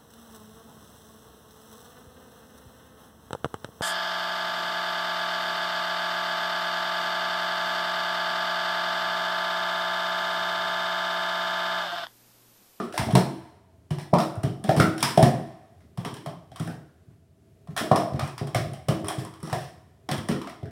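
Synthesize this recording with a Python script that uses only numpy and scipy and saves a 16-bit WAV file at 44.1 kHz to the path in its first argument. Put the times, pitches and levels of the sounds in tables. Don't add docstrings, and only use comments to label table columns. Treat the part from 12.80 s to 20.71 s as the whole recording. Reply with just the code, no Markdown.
import sys
import numpy as np
from scipy import signal
from scipy.fft import rfft, irfft, next_fast_len
from scipy.io import wavfile
from scipy.ndimage import map_coordinates

SR = 44100
rng = np.random.default_rng(int(sys.argv[2]) if len(sys.argv) > 2 else 0)


def unload_audio(sound):
    columns = np.transpose(np.atleast_2d(sound))
    steps = np.round(np.clip(columns, -1, 1) * 32767)
    wavfile.write(sys.argv[1], SR, steps.astype(np.int16))


N = 348817

# t/s, crack peak/dB, wall ring/dB re crack, wall f/Hz, hollow f/Hz, tick/dB re crack
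RIM_HITS = [(0.0, -32, 6.5, 1254, 1734, -28), (0.1243, -34.5, -1, 1390, 2770, -13),
            (0.1367, -36, -5, 1480, 2750, 0), (0.177, -14, -2.5, 950, 2143, -11.5),
            (0.3065, -26, -4, 990, 3240, -19), (0.3267, -37.5, -5, 977, 3170, 6.5),
            (0.3521, -12.5, 1.5, 928, 4160, -4), (1.1057, -31.5, -7, 1020, 2970, -12),
            (1.1844, -33, -2, 920, 1940, -14), (1.3368, -23, 11.5, 990, 2330, -30),
            (1.3843, -22, 3, 1250, 4950, -14), (1.5554, -43, 2.5, 1360, 1867, 3),
            (1.6328, -25.5, -10.5, 1220, 3030, -8), (1.8398, -27.5, -21, 1170, 3490, -3),
            (1.8774, -34, -6, 990, 2256, -14), (1.8905, -18.5, -5, 1350, 1706, -21),
            (1.9649, -26, -1, 1070, 4580, -2), (1.9992, -12, 3.5, 1370, 2196, -13),
            (2.1793, -28, -21, 1370, 5540, -3), (2.2044, -25.5, -17, 970, 3293, -9),
            (2.227, -10, -4.5, 980, 5080, -5), (2.374, -19, 1, 902, 3220, -6),
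            (2.4261, -14, -8.5, 1050, 1855, -6.5), (3.0056, -54.5, -8, 1260, 2020, -21),
            (3.174, -36, -2, 1010, 3276, -7), (3.248, -25, -3, 1055, 3170, -15),
            (3.3406, -35.5, -21, 1100, 3200, 2), (3.3661, -37, -2, 900, 3060, -17),
            (3.4599, -29.5, -2.5, 1080, 3150, -15), (3.7159, -45, -23, 907, 3250, -22),
            (3.7592, -35, -3.5, 1100, 3100, -7), (3.7974, -32.5, -0.5, 1286, 3080, -2),
            (3.8743, -37, 1.5, 1520, 1860, 1), (4.8728, -48, 0.5, 1090, 1870, -7),
            (4.9641, -20.5, -5, 1145, 1796, -21), (4.9755, -17, -6.5, 1430, 3300, -7),
            (5.1141, -22, 10.5, 1057, 1800, -34), (5.1591, -19.5, 2.5, 1000, 5270, -3.9),
            (5.3338, -38, -17, 1050, 2500, -16), (5.3592, -40, 1, 900, 2060, -31),
            (5.393, -22.5, -2, 1210, 2450, -27), (5.4762, -35, -1.5, 990, 2520, -1),
            (5.5788, -27.5, -8, 1030, 4840, -17), (5.6712, -35, -7, 1060, 3240, -6),
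            (5.7461, -17, -13.5, 1120, 2184, -12.5), (5.9343, -37, -21, 1100, 3040, 2),
            (6.0843, -20.5, -7, 1110, 2980, -8.5), (6.1024, -43, 1, 1080, 3000, 6),
            (6.1998, -46, -9, 1080, 3000, 0), (6.2443, -32.5, -1, 1100, 1940, -6),
            (6.2594, -45, -9, 1100, 3200, 6), (6.2837, -20.5, -6, 1060, 3250, 4.5),
            (6.4496, -34.5, -1, 1030, 1890, 3), (6.5375, -41, -1, 1100, 3120, -10),
            (6.6024, -47, -6, 1100, 3140, -2), (6.6297, -36.5, 0, 1150, 5390, 5.5),
            (6.6732, -38.5, -12, 996, 3160, -19), (6.6978, -32, -1, 1020, 2956, -10),
            (6.7276, -21.5, -1, 960, 1840, -9), (7.2885, -24, -6.5, 1050, 1927, -29),
            (7.3136, -20, -11, 1050, 3270, -10), (7.3783, -30.5, -5, 1090, 3220, -9),
            (7.4864, -23, -11, 1090, 1893, -3.3), (7.5133, -25.5, -4, 1300, 3120, -51),
            (7.6147, -32.5, 2, 1070, 3100, -22), (7.672, -32.5, -2.5, 1294, 2080, -45),
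            (7.6952, -38, -7, 1060, 1970, -10), (7.8292, -47.5, -7, 880, 2000, -40),
            (7.8555, -45, -2, 1630, 1970, -30)]
# f/Hz, density/dB
PLASTIC_SPECTRUM = [(710, -10.5), (1200, -5.5), (1410, -10.5), (1660, -3.5), (1870, -6.5), (2320, -9),
                    (2710, -10.5), (3320, -8), (4650, -13.5), (5470, -7), (6370, -20), (9110, -13),
                    (11200, -22), (15000, -25), (16000, -28.5)]


def amp(db):
    return 10 ** (np.asarray(db) / 20)


def along(points, hz):
    f, v = np.transpose(points)
    return np.interp(np.log(hz + 1), np.log(f + 1), v)


def coloured(x, gain):
    m = next_fast_len(len(x) + 8192)
    return irfft(rfft(x, m) * gain(np.fft.rfftfreq(m, 1 / SR)), m)[:len(x)]


def add(track, at_s, sound):
    start = max(round(at_s * SR), 0)
    track[start:start + len(sound)] += sound[:max(N - start, 0)]


def swell(t, peak_s):
    u = t / peak_s
    return u ** 2 * np.exp(2 - 2 * u)


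def chatter(n, hold_samples, scatter_db):
    return amp(scatter_db * np.repeat(rng.standard_normal(n // hold_samples), hold_samples))


def ring(modes, t, rise_s, scatter_db):
    signs = rng.choice([-1, 1], len(modes))
    levels_db = rng.normal(0, scatter_db, len(modes))
    tones = sum(sign * amp(db + level_db - 60 * t / t60_s) * np.sin(2 * np.pi * hz * t)
                for (hz, db, t60_s), sign, level_db in zip(modes, signs, levels_db))
    return tones * (1 - np.exp(-t / rise_s))


def crack_colour(hz, hollow_hz, tick_db):
    tilt_db = 0.088 * tick_db * np.clip(2.3 * np.log2((hz + 1) / 5500), -.7, 1.5)
    hollow_db = 7.5 * np.exp(-(np.log2((hz + 1) / hollow_hz) / 0.09) ** 2)
    return amp(along(PLASTIC_SPECTRUM, hz) + tilt_db + hollow_db)


def rim_clacks():
    direct, send, t = np.zeros(N), np.zeros(N), np.arange(SR // 10) / SR
    touch_s, rebound_s = 0.002, 0.0055
    impulse = signal.unit_impulse(len(t), 88)
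    beam = lambda hz: amp(3.0 * np.clip(np.log2((hz + 1) / 5000), 0, 1))
    for at_s, db, wall_db, wall_hz, hollow_hz, tick_db in RIM_HITS:
        colour = lambda hz: crack_colour(hz, hollow_hz, tick_db)
        noise = coloured(rng.standard_normal(len(t)), lambda hz: colour(hz) * beam(hz))
        rebounds = 0.26 * chatter(len(t), hold_samples=30, scatter_db=3) * swell(t, rebound_s)
        crack = (swell(t, touch_s) + rebounds) * noise
        crack = amp(db) * crack / np.abs(crack).max()
        diffuse = coloured(impulse, colour)
        diffuse *= np.linalg.norm(crack) / np.linalg.norm(diffuse)
        wall = amp(db + wall_db) * swell(t, peak_s=0.0015) * np.sin(2 * np.pi * wall_hz * t)
        add(direct, at_s, crack + wall)
        add(send, at_s, diffuse + wall)
    return direct, send


def rim_ticks():
    track, t = np.zeros(N), np.arange(SR // 50) / SR
    centre_hz, width_hz = 9280, 830
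    band = lambda hz: np.exp(-((hz - centre_hz) / width_hz) ** 2)
    for at_s, db, *_, tick_db in RIM_HITS:
        tick = swell(t, peak_s=0.00035) * coloured(rng.standard_normal(len(t)), band)
        add(track, at_s, amp(db + tick_db) * tick / np.abs(tick).max())
    return track


def air_pops():
    # t/s, peak/dB
    landings = [(0.0, -28.5), (0.142, -27), (0.213, -25), (0.287, -22.5), (0.358, -12.5), (1.109, -31.5),
                (1.191, -35), (1.333, -7), (1.389, -19.5), (1.563, -34.5), (1.636, -26), (1.761, -39),
                (1.847, -27.5), (1.894, -8), (1.977, -26.5), (2.002, -14.5), (2.148, -29.5), (2.229, -22),
                (2.377, -4), (2.428, -9), (3.177, -35), (3.25, -32.5), (3.462, -27), (3.72, -38),
                (3.807, -33), (3.877, -34), (3.899, -36), (4.874, -44), (4.966, -25.5), (5.015, -24),
                (5.115, -5.5), (5.159, -15), (5.241, -38), (5.348, -33), (5.395, -25), (5.613, -29.5),
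                (5.675, -35), (5.749, -16), (5.939, -32.5), (6.087, -19.5), (6.194, -32), (6.243, -33),
                (6.286, -28), (6.31, -24.5), (6.677, -36), (6.731, -20), (7.291, -24), (7.316, -31),
                (7.457, -39), (7.489, -25.5), (7.675, -31.5), (7.829, -34)]
    track, t = np.zeros(N), np.arange(SR // 10) / SR
    air_hz = 682
    for at_s, db in landings:
        phase = rng.uniform(0, 2 * np.pi)
        hz = air_hz * (1 + 0.022 * rng.standard_normal())
        pop = swell(t, peak_s=0.0036) ** 2 * np.sin(2 * np.pi * hz * t + phase)
        add(track, at_s - .002, amp(db) * pop)
    return track


def table_thumps():
    # t/s, low mode peak/dB, f/Hz, upper modes/dB re low mode
    blows = [(0.0, -30.5, 190, -4), (0.193, -20, 120, -18.5), (0.269, -22.5, 115, -12),
             (0.334, -11.5, 146, -24), (0.349, -13.5, 138, -9.5), (1.111, -17, 145, -24.5),
             (1.332, -11.5, 152, -13.5), (1.573, -25, 107, -25), (1.641, -15, 135, -18),
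             (1.845, -26, 208, -18), (1.889, -14.5, 141, -16), (1.971, -15.5, 144, -13.5),
             (1.999, -10, 124, -13), (2.234, -25.5, 134, -12), (2.377, -13.5, 146, -13.5),
             (2.426, -8.5, 139, -14), (3.042, -51, 120, -15), (3.182, -21, 131, -25),
             (3.262, -32.5, 161, -7.5), (3.33, -36, 134, -10), (3.469, -27, 152, -19.5),
             (3.714, -40.5, 145, -20.5), (3.803, -21, 140, -21), (3.879, -25, 144, -17.5),
             (4.283, -43, 139.5, -29), (4.887, -31.5, 144, -20), (5.013, -28.5, 158, -2.5),
             (5.115, -14, 139, -10.5), (5.322, -25.5, 121, -20), (5.344, -19.5, 122, -20.5),
             (5.426, -22, 124, -22), (5.615, -20, 131, -18), (5.754, -18, 130, -19.5),
             (5.799, -21.5, 120, -40), (5.866, -22, 123, -21), (6.087, -15.5, 132, -13),
             (6.237, -29, 113, -8), (6.38, -23, 130, -15.5), (6.631, -28, 156, -15.5),
             (6.728, -20.5, 140, -20.5), (6.948, -46.5, 135, -21), (7.29, -27, 206, -9.5),
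             (7.313, -23, 145, -13), (7.38, -26.5, 113, -18), (7.494, -21.5, 164, -8.5),
             (7.528, -33.5, 185, 0), (7.831, -24, 114, -21.5)]
    # f/Hz, relative level/dB, t60/s
    board_modes = [(185, -1, 0.25), (229, 7, 0.11), (279.3, 3.5, 0.081), (320.6, -5.5, 0.55),
                   (360.1, -3.5, 0.17), (412.2, 5, 0.054), (514, -2, 0.081)]
    track, t = np.zeros(N), np.arange(SR // 2) / SR
    for at_s, db, hz, upper_db in blows:
        phase = rng.uniform(0, 2 * np.pi)
        low = swell(t, peak_s=0.0082) * np.sin(2 * np.pi * hz * t + phase)
        upper = amp(upper_db) * ring(board_modes, t, rise_s=0.0016, scatter_db=2.5)
        add(track, at_s - .003, amp(db) * (low + upper))
    return track


def cup_slides():
    # t/s, rms at peak/dB, time to peak/s
    scrapes = [(0.0, -53, 0.028), (0.1361, -43, 0.015), (0.1898, -46, 0.039), (0.3522, -40.5, 0.0091),
               (1.1866, -52, 0.02), (1.3843, -41.5, 0.02), (1.9632, -37, 0.014), (2.2378, -38.5, 0.036),
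               (3.247, -56, 0.018), (3.7798, -53.5, 0.045), (4.9766, -36, 0.013), (5.1571, -50, 0.0081),
               (5.4094, -50, 0.025), (5.758, -51.5, 0.02), (6.26, -50, 0.02), (6.3802, -42.5, 0.011),
               (6.6288, -51.5, 0.022), (6.6994, -56, 0.018), (6.75, -52.5, 0.05)]
    track, t = np.zeros(N), np.arange(SR // 3) / SR
    for at_s, db, peak_s in scrapes:
        contacts = chatter(len(t), hold_samples=60, scatter_db=5) * rng.standard_normal(len(t))
        noise = coloured(contacts, lambda hz: amp(along(PLASTIC_SPECTRUM, hz)))
        add(track, at_s, amp(db) * swell(t, peak_s) * noise / noise.std())
    return track


def room(x, gap_s, linger_db):
    # f/Hz, t60/s
    early_decay = [(80, 0.14), (210, 0.57), (560, 0.43), (1470, 0.34), (3880, 0.36), (10200, 0.33)]
    # f/Hz, t60/s
    late_decay = [(80, 0.45), (250, 0.69), (700, 0.94), (2000, 0.96), (5000, 0.83), (12000, 0.79)]
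    # f/Hz, gain/dB
    wetness = [(100, -6), (300, 6), (700, 3.5), (1500, 4.5), (4000, 2), (10000, 3)]
    wet, step = np.zeros(N), SR // 10
    for start in range(0, N, step):
        hz, t, noise = signal.stft(rng.standard_normal(SR * 3 // 4), SR, nperseg=256)
        hz = hz[:, None]
        early_s, late_s = along(early_decay, hz), along(late_decay, hz)
        fall = np.hypot(amp(-60 * t / early_s), amp(linger_db - 60 * t / late_s))
        build_up = 1 - np.exp(-(t + 0.0089) / 0.0072)
        gain = amp(along(wetness, hz)) * np.sqrt(6 * np.log(10) / early_s / SR)
        tail = signal.istft(noise * fall * build_up * gain, SR, nperseg=256)[1]
        add(wet, start / SR + gap_s, signal.fftconvolve(x[start:start + step], tail))
    return wet


def ambience(level_db, drift_db):
    # f/Hz, relative density/dB
    floor_spectrum = [(15, -83.5), (25, -39), (82, 1.5), (354, -17.5), (394, -10.5), (489, -24.5),
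                      (607, -21), (659, -13.5), (714, -27), (936, -32.5), (5730, -42), (10400, -42.5),
                      (16000, -49)]
    noise = coloured(rng.standard_normal(N), lambda hz: amp(along(floor_spectrum, hz)))
    knots_per_s = 6
    knots = rng.standard_normal(N * knots_per_s // SR + 4)
    drift = map_coordinates(knots, [np.arange(N) * knots_per_s / SR])
    return amp(level_db + drift_db * drift) * noise / noise.std()


def scene():
    clack, clack_send = rim_clacks()
    tick, slide, pop, thump = rim_ticks(), cup_slides(), air_pops(), table_thumps()
    direct = clack + tick + slide + pop + thump
    send = clack_send + slide + amp(-9.5) * tick + amp(-1.5) * pop + amp(-1) * thump
    echoes = room(send, gap_s=0.0036, linger_db=-15.0)
    return (direct + echoes + ambience(level_db=-56, drift_db=1.2))[None]


def record(dry):
    low_hz, top_hz = 65, 15900
    highpass = signal.butter(3, low_hz, "highpass", fs=SR, output="sos")
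    return coloured(signal.sosfilt(highpass, dry[0]), lambda hz: hz < top_hz)[None]


dry = scene()
out = record(dry)
unload_audio(out)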